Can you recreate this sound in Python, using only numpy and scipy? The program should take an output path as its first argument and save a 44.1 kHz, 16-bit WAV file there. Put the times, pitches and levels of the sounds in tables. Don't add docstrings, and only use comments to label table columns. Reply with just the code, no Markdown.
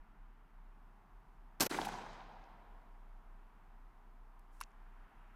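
import sys
import numpy as np
from scipy import signal
from scipy.fft import rfft, irfft
from scipy.io import wavfile
from scipy.ndimage import uniform_filter1d

SR = 44100
rng = np.random.default_rng(int(sys.argv[2]) if len(sys.argv) > 2 else 0)


def volts_from_decibels(level):
    exponent = np.asarray(level, float) / 20
    return 10 ** exponent


def transcribe(u):
    v = np.clip(np.atleast_2d(u).T, -1, 1)
    q = np.round(v * 32767).astype(np.int16)
    wavfile.write(sys.argv[1], SR, q)


N = 235979
T = np.arange(N) / SR


def unit(x):
    return x / np.sqrt(np.mean(x ** 2))


def shade(x, table):
    hz, db = np.transpose(table)
    f = np.maximum(np.arange(len(x) // 2 + 1) * SR / len(x), 1)
    gain = volts_from_decibels(np.interp(np.log(f), np.log(hz), db))
    return irfft(rfft(x) * gain, len(x))


def band(count, hz, width):
    f = np.arange(count // 2 + 1) * SR / count
    bell = np.exp(-(2 * (f - hz) / width) ** 2)
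    return unit(irfft(rfft(rng.standard_normal(count)) * bell, count))


def walk(rate):
    hold = int(SR / rate)
    steps = np.repeat(rng.standard_normal(N // hold + 1), hold)[:N]
    return unit(uniform_filter1d(steps, hold))


def add(out, s, x):
    i = int(s * SR)
    out[i:i + len(x)] += x[:N - i]


def bursts(table):
    out = np.zeros(N)
    for s, db, hz, width, ms in table:
        u = np.arange(8192) / SR / (ms / 1000)
        envelope = 6 * u * np.exp(-2.5 * u - u ** 3)
        add(out, s, volts_from_decibels(db) * envelope * band(count=8192, hz=hz, width=width))
    return out


def small_radiator(x):
    return shade(x, [(500, -25), (900, 1.5)])


# f/Hz, level/dB per Hz
HUSH_SPECTRUM = [(35, -44.5), (60, -7.5), (64, -5.5), (227, -3), (268, -7.5), (427, -10), (527, -17.5),
                 (698, -7), (946, -3.5), (4120, -33), (7750, -39.5), (14600, -37.5), (16000, -48)]
# t/s, level/dB
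TYRE_DRIFT = [
    (0, 3.5),
    (.9, 1),
    (1.3, 0),
    (2.5, 4.5),
    (3.0, 0.5),
    (3.6, 1.5),
    (4.3, 0),
    (5.0, 4),
    (5.35, 5),
]


def hush():
    steady = unit(shade(rng.standard_normal(N), HUSH_SPECTRUM))
    rumble = shade(steady, [(300, 0), (450, -60)])
    tyres = shade(steady, [(900, -59.0), (1300, 0.5), (3200, -2), (5000, -33.0)])
    rumble_gain = volts_from_decibels(1.87 - 0.7 * T)
    tyre_gain = volts_from_decibels(np.interp(T, *np.transpose(TYRE_DRIFT)))
    swell = rumble * (rumble_gain - 1) + tyres * (tyre_gain - 1)
    road = shade(steady + swell, [(14900, 0), (15300, -14.5)])
    whine = volts_from_decibels(-51.5) * band(count=N, hz=8280, width=120)
    rustle = volts_from_decibels(-16) * np.exp(-((T - 5.26) / .09) ** 2) * band(count=N, hz=2704, width=730)
    return volts_from_decibels(-67 + 0.54 * walk(1.3)) * (road + whine + rustle)


# t/s, level/dB, f/Hz
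ENGINE_TONE = [(0.0, -52.5, 27.8), (0.2, -52, 32.16), (0.45, -60.5, 31.3), (0.6, -51.5, 31.65),
               (0.9, -59.5, 32), (1.03, -58.5, 34.5), (1.15, -52, 33.85), (1.401, -53.5, 31.7),
               (1.7, -62, 32), (1.85, -55.5, 31.16), (2.25, -55.5, 31.67), (2.72, -53, 33.24),
               (2.93, -54.5, 30.3), (3.29, -51.5, 30.2), (3.5, -59, 30.4), (3.77, -55.5, 30.32),
               (4.8, -54, 30.22), (5.35, -56, 32)]
# t/s, depth/dB
ENGINE_FADES = [(0.06, 10), (0.155, 12), (0.5, 8), (0.93, 6), (1.0, 6.5), (1.08, 11), (1.235, 20),
                (1.34, 8.5), (2.04, 7), (2.2, 7.5), (2.34, 11.5), (2.45, 13.5), (2.57, 11.5), (2.66, 9.5),
                (2.85, 14.5), (3.235, 10.5), (3.525, 11), (3.92, 14), (4.03, 7.5), (4.33, 7), (4.45, 6),
                (4.71, 13), (5.11, 18)]


def throb():
    fade_half_s = .055
    s, db, hz = np.transpose(ENGINE_TONE)
    fade_db = sum(depth_db * np.maximum(1 - abs(T - at) / fade_half_s, 0) for at, depth_db in ENGINE_FADES)
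    phase = 2 * np.pi * np.cumsum(np.interp(T, s, hz)) / SR
    tone = np.sqrt(2) * volts_from_decibels(np.interp(T, s, db) - fade_db) * np.sin(phase)
    return tone + volts_from_decibels(-69) * band(count=N, hz=35.94, width=26)


# t/s, level/dB, folds (radians per rms of swing)
BLAST_FOLDS = [
    (1.5985, -57.5, 3.7),
    (1.601, -37.5, 7),
    (1.6052, -49, 3.6),
    (1.6058, -25, 11.38),
    (1.617, -29, 7.5),
    (1.637, -35, 4),
    (1.640, -42, 3.5),
    (1.660, -41, 5.32),
    (1.668, -34, 1.24),
]
# f/Hz, level/dB
STAGE_COLOUR = [(50, -14), (130, -3), (320, 0), (560, -5), (1150, 0), (2200, -3), (3300, -5.5), (5600, 0.5),
                (7500, -3), (10000, -6), (12500, -1.5), (15000, -3), (16500, -30)]


def blast():
    release_s, release_db_per_ms = .012, 3.5
    fizz_start_db, fizz_tilt_db_per_ms, fizz_under_db = -35.5, -0.0261, 4
    sided_from_s, sided_rise_s, sided_share = 1.612, 0.0077, .65
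    s, db, folds = np.transpose(BLAST_FOLDS)
    t = T[int(s[0] * SR):int((s[-1] + release_s) * SR)]
    peak_s = s[np.argmax(db)]
    db = np.interp(t, s, db) - release_db_per_ms * 1000 * np.maximum(t - s[-1], 0)
    folds = np.interp(t, s, folds)
    fizz_db = fizz_start_db - fizz_tilt_db_per_ms * 1000 * (t - peak_s) - db
    fizz_db = np.minimum(fizz_db, -fizz_under_db) - 8 * (folds < 1.5)
    fizz = volts_from_decibels(fizz_db) * band(count=len(t), hz=9000, width=30000)
    swing = band(count=len(t), hz=545.0, width=900) + 0.076 * band(count=len(t), hz=3000, width=7400)
    folded = np.sin(folds * swing) + 0.295 * np.tanh(swing) + fizz
    gate = np.tanh(1.5 * np.maximum(swing + .25, 0))
    humps = 1.713 * gate * (1 + 0.63 * np.sin(3 * folds * swing) + fizz) - .8
    share = sided_share * np.clip((t - sided_from_s) / sided_rise_s, 0, 1)
    out = np.zeros(N)
    add(out, s[0], volts_from_decibels(db) * shade((1 - share) * folded + share * humps, STAGE_COLOUR))
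    return volts_from_decibels(5.0) * out


# f/Hz, level/dB at the start, t60/s
NEAR_WASH = [(70, -75, 1.3), (142, -49.5, 1.84), (285, -40.5, 0.75), (560, -50.5, 1.9), (673, -47, 2.5),
             (870, -40, 3.46), (1088, -46.5, 1.85), (1550, -45, 1.76), (2650, -49.5, 1.61),
             (4450, -49.5, 1.45), (8000, -48, 0.8), (12000, -52, 0.64), (15500, -62, 0.62)]
# f/Hz, level/dB at the start, t60/s
FAR_WASH = [(70, -80.5, 2.0), (200.4, -56, 2.75), (400, -62.5, 3.8), (565.3, -61, 4.4), (720, -64, 2.6),
            (870, -55.5, 3.2), (1080, -67, 2.4), (1500, -68, 3), (2800, -64.5, 2.8), (5000, -65, 1.7),
            (8000, -73.5, 1.2), (15500, -95, 1.0)]


def wash():
    start_s = 1.694
    age = np.maximum(T - start_s, 0)
    clumps_db = 1.45 * walk(120) * np.exp(-age / 0.39)
    out = np.zeros(N)
    for hz in 60 * 2 ** np.arange(0, 8.1, 1 / 3):
        power = 0
        for table_hz, table_db, table_t60 in (np.transpose(NEAR_WASH), np.transpose(FAR_WASH)):
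            db = np.interp(np.log(hz), np.log(table_hz), table_db)
            t60 = np.interp(np.log(hz), np.log(table_hz), table_t60)
            power = power + volts_from_decibels(db - 6 - 60 * age / t60) ** 2
        onset = np.minimum(age * hz / 9.2, 1)
        ragged = volts_from_decibels(clumps_db + 0.88 * walk(40))
        out += onset * np.sqrt(power) * ragged * band(count=N, hz=hz, width=hz / 3)
    return out * (T > start_s)


# centre t/s, peak level/dB, f/Hz, length/cycles
TRUNK_ECHOES = [(1.7135, -30, 320, 2.4), (1.7445, -35, 900, 2.3), (1.767, -40.5, 400, 1.7),
                (1.778, -40, 380, 1.6), (1.7885, -25.5, 860, 2.4), (1.7922, -32.5, 910, 3.6),
                (1.7975, -37, 362, 3), (1.8175, -36, 487, 1.5), (1.833, -43, 945, 4.4),
                (1.8715, -30, 815, 3.4), (1.8895, -31.5, 825, 3.4), (1.941, -36.5, 870, 3.36),
                (1.953, -38, 950, 3.7), (1.9875, -36.5, 898, 2.5), (2.010, -48, 820, 2.7),
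                (2.040, -44.5, 767, 3.9), (2.066, -45, 870, 5.2), (2.132, -43.5, 890, 1.72),
                (2.198, -47, 880, 2.4), (2.216, -48, 890, 3.4), (2.315, -50, 845, 5.45)]


def echoes():
    out = np.zeros(N)
    for s, db, hz, cycles in TRUNK_ECHOES:
        reach = int(2 * cycles / hz * SR)
        u = np.arange(-reach, reach) * hz / SR
        side = np.where(u < 0, .8, 1.3)
        shape = np.exp(-(2 * u / (cycles * side)) ** 2)
        ring = np.sin(2 * np.pi * u) + 0.23 * np.sin(2 * np.pi * 1.86 * u)
        add(out, s + u[0] / hz, volts_from_decibels(db) * shape * ring)
    return out


# t/s, level/dB, centre f/Hz, width/Hz, length/ms
TRUNK_SLAPS = [(1.7095, -43, 4160, 1400, 7), (1.712, -38.5, 1210, 2000, 18), (1.743, -41, 1500, 2500, 9),
               (1.774, -43, 3600, 800, 1.6), (1.787, -45, 1700, 1500, 8.2),
               (1.815, -37.5, 3230, 4000, 2.62), (1.847, -51, 6760, 15900, 21),
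               (1.847, -45, 2800, 1000, 11), (1.884, -54.5, 7000, 16000, 4.8), (2.128, -67, 5000, 8000, 10),
               (2.205, -58, 3000, 3000, 5), (2.439, -69, 4000, 5000, 4.6)]


def slaps():
    return small_radiator(bursts(TRUNK_SLAPS))


# t/s, level/dB, centre f/Hz, width/Hz, length/ms
ACTION_TICKS = [(4.393, -72.5, 9000, 13880, 4.1), (4.51, -81, 8000, 12000, 163),
                (4.599, -67, 3930, 14060, 35), (4.6045, -50.5, 5290, 1500, 2.3),
                (4.6046, -55, 9000, 14000, 2.9), (4.6105, -55, 5000, 3000, 3.7),
                (4.6116, -46.5, 5000, 16000, 4.57), (4.616, -59.5, 1990, 2500, 21),
                (4.621, -64, 6490, 4010, 3.4), (4.629, -58, 4000, 10000, 3.5),
                (4.6352, -51, 6200, 3000, 3.93), (4.6354, -59, 3300, 2500, 5.4),
                (4.707, -78.5, 9000, 5000, 1.9), (4.7166, -77, 6070, 5000, 2)]


def ticks():
    return small_radiator(bursts(ACTION_TICKS))


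# f/Hz, level/dB, t60/s
RECEIVER_MODES = [(1070, 8.5, 0.012), (1400, 2.5, 0.015), (1616, -16, 0.0415), (2254, -14.5, 0.031),
                  (2730, -5, 0.016), (3700, -12, 0.013), (4420, -14, 0.013), (5350, -7, 0.011),
                  (9534, -16, 0.019), (11250, -10, 0.028), (14600, -8, .01)]


def catch():
    snap_s, snap_db, stop_s = 4.6108, -32.5, 0.02
    t = np.arange(4096) / SR
    ring = np.zeros(len(t))
    for hz, db, t60 in RECEIVER_MODES:
        ring += volts_from_decibels(db) * np.sin(2 * np.pi * hz * t) * np.exp(-np.log(1000) * t / t60)
    rise = 1 - np.exp(-(t / 0.001385) ** 2)
    thumb = np.exp(-(t / stop_s) ** 6)
    out = np.zeros(N)
    add(out, snap_s, volts_from_decibels(snap_db) * ring * rise * thumb)
    return small_radiator(out)


def scene():
    background = hush() + throb()
    shot = blast() + wash() + echoes() + slaps()
    return (background + shot + ticks() + catch())[None]


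# t/s, level/dB (gain)
LIMITER_GAIN = [
    (1.600, -1),
    (1.672, -0.5),
    (1.683, -12.5),
    (1.693, -31),
    (1.698, -9.5),
    (1.712, -2.5),
    (1.76, 0),
]


def limiter(x):
    s, db = np.transpose(LIMITER_GAIN)
    return x * volts_from_decibels(np.interp(T, s, db))


def band_limit(x):
    return signal.sosfilt(signal.butter(12, 16480, fs=SR, output="sos"), x)


def record(dry):
    top_cut = signal.ellip(8, .2, 60, 16200, fs=SR, output="sos")
    mix = signal.sosfilt(top_cut, limiter(dry))
    return band_limit(mix)


dry = scene()
out = record(dry)
transcribe(out)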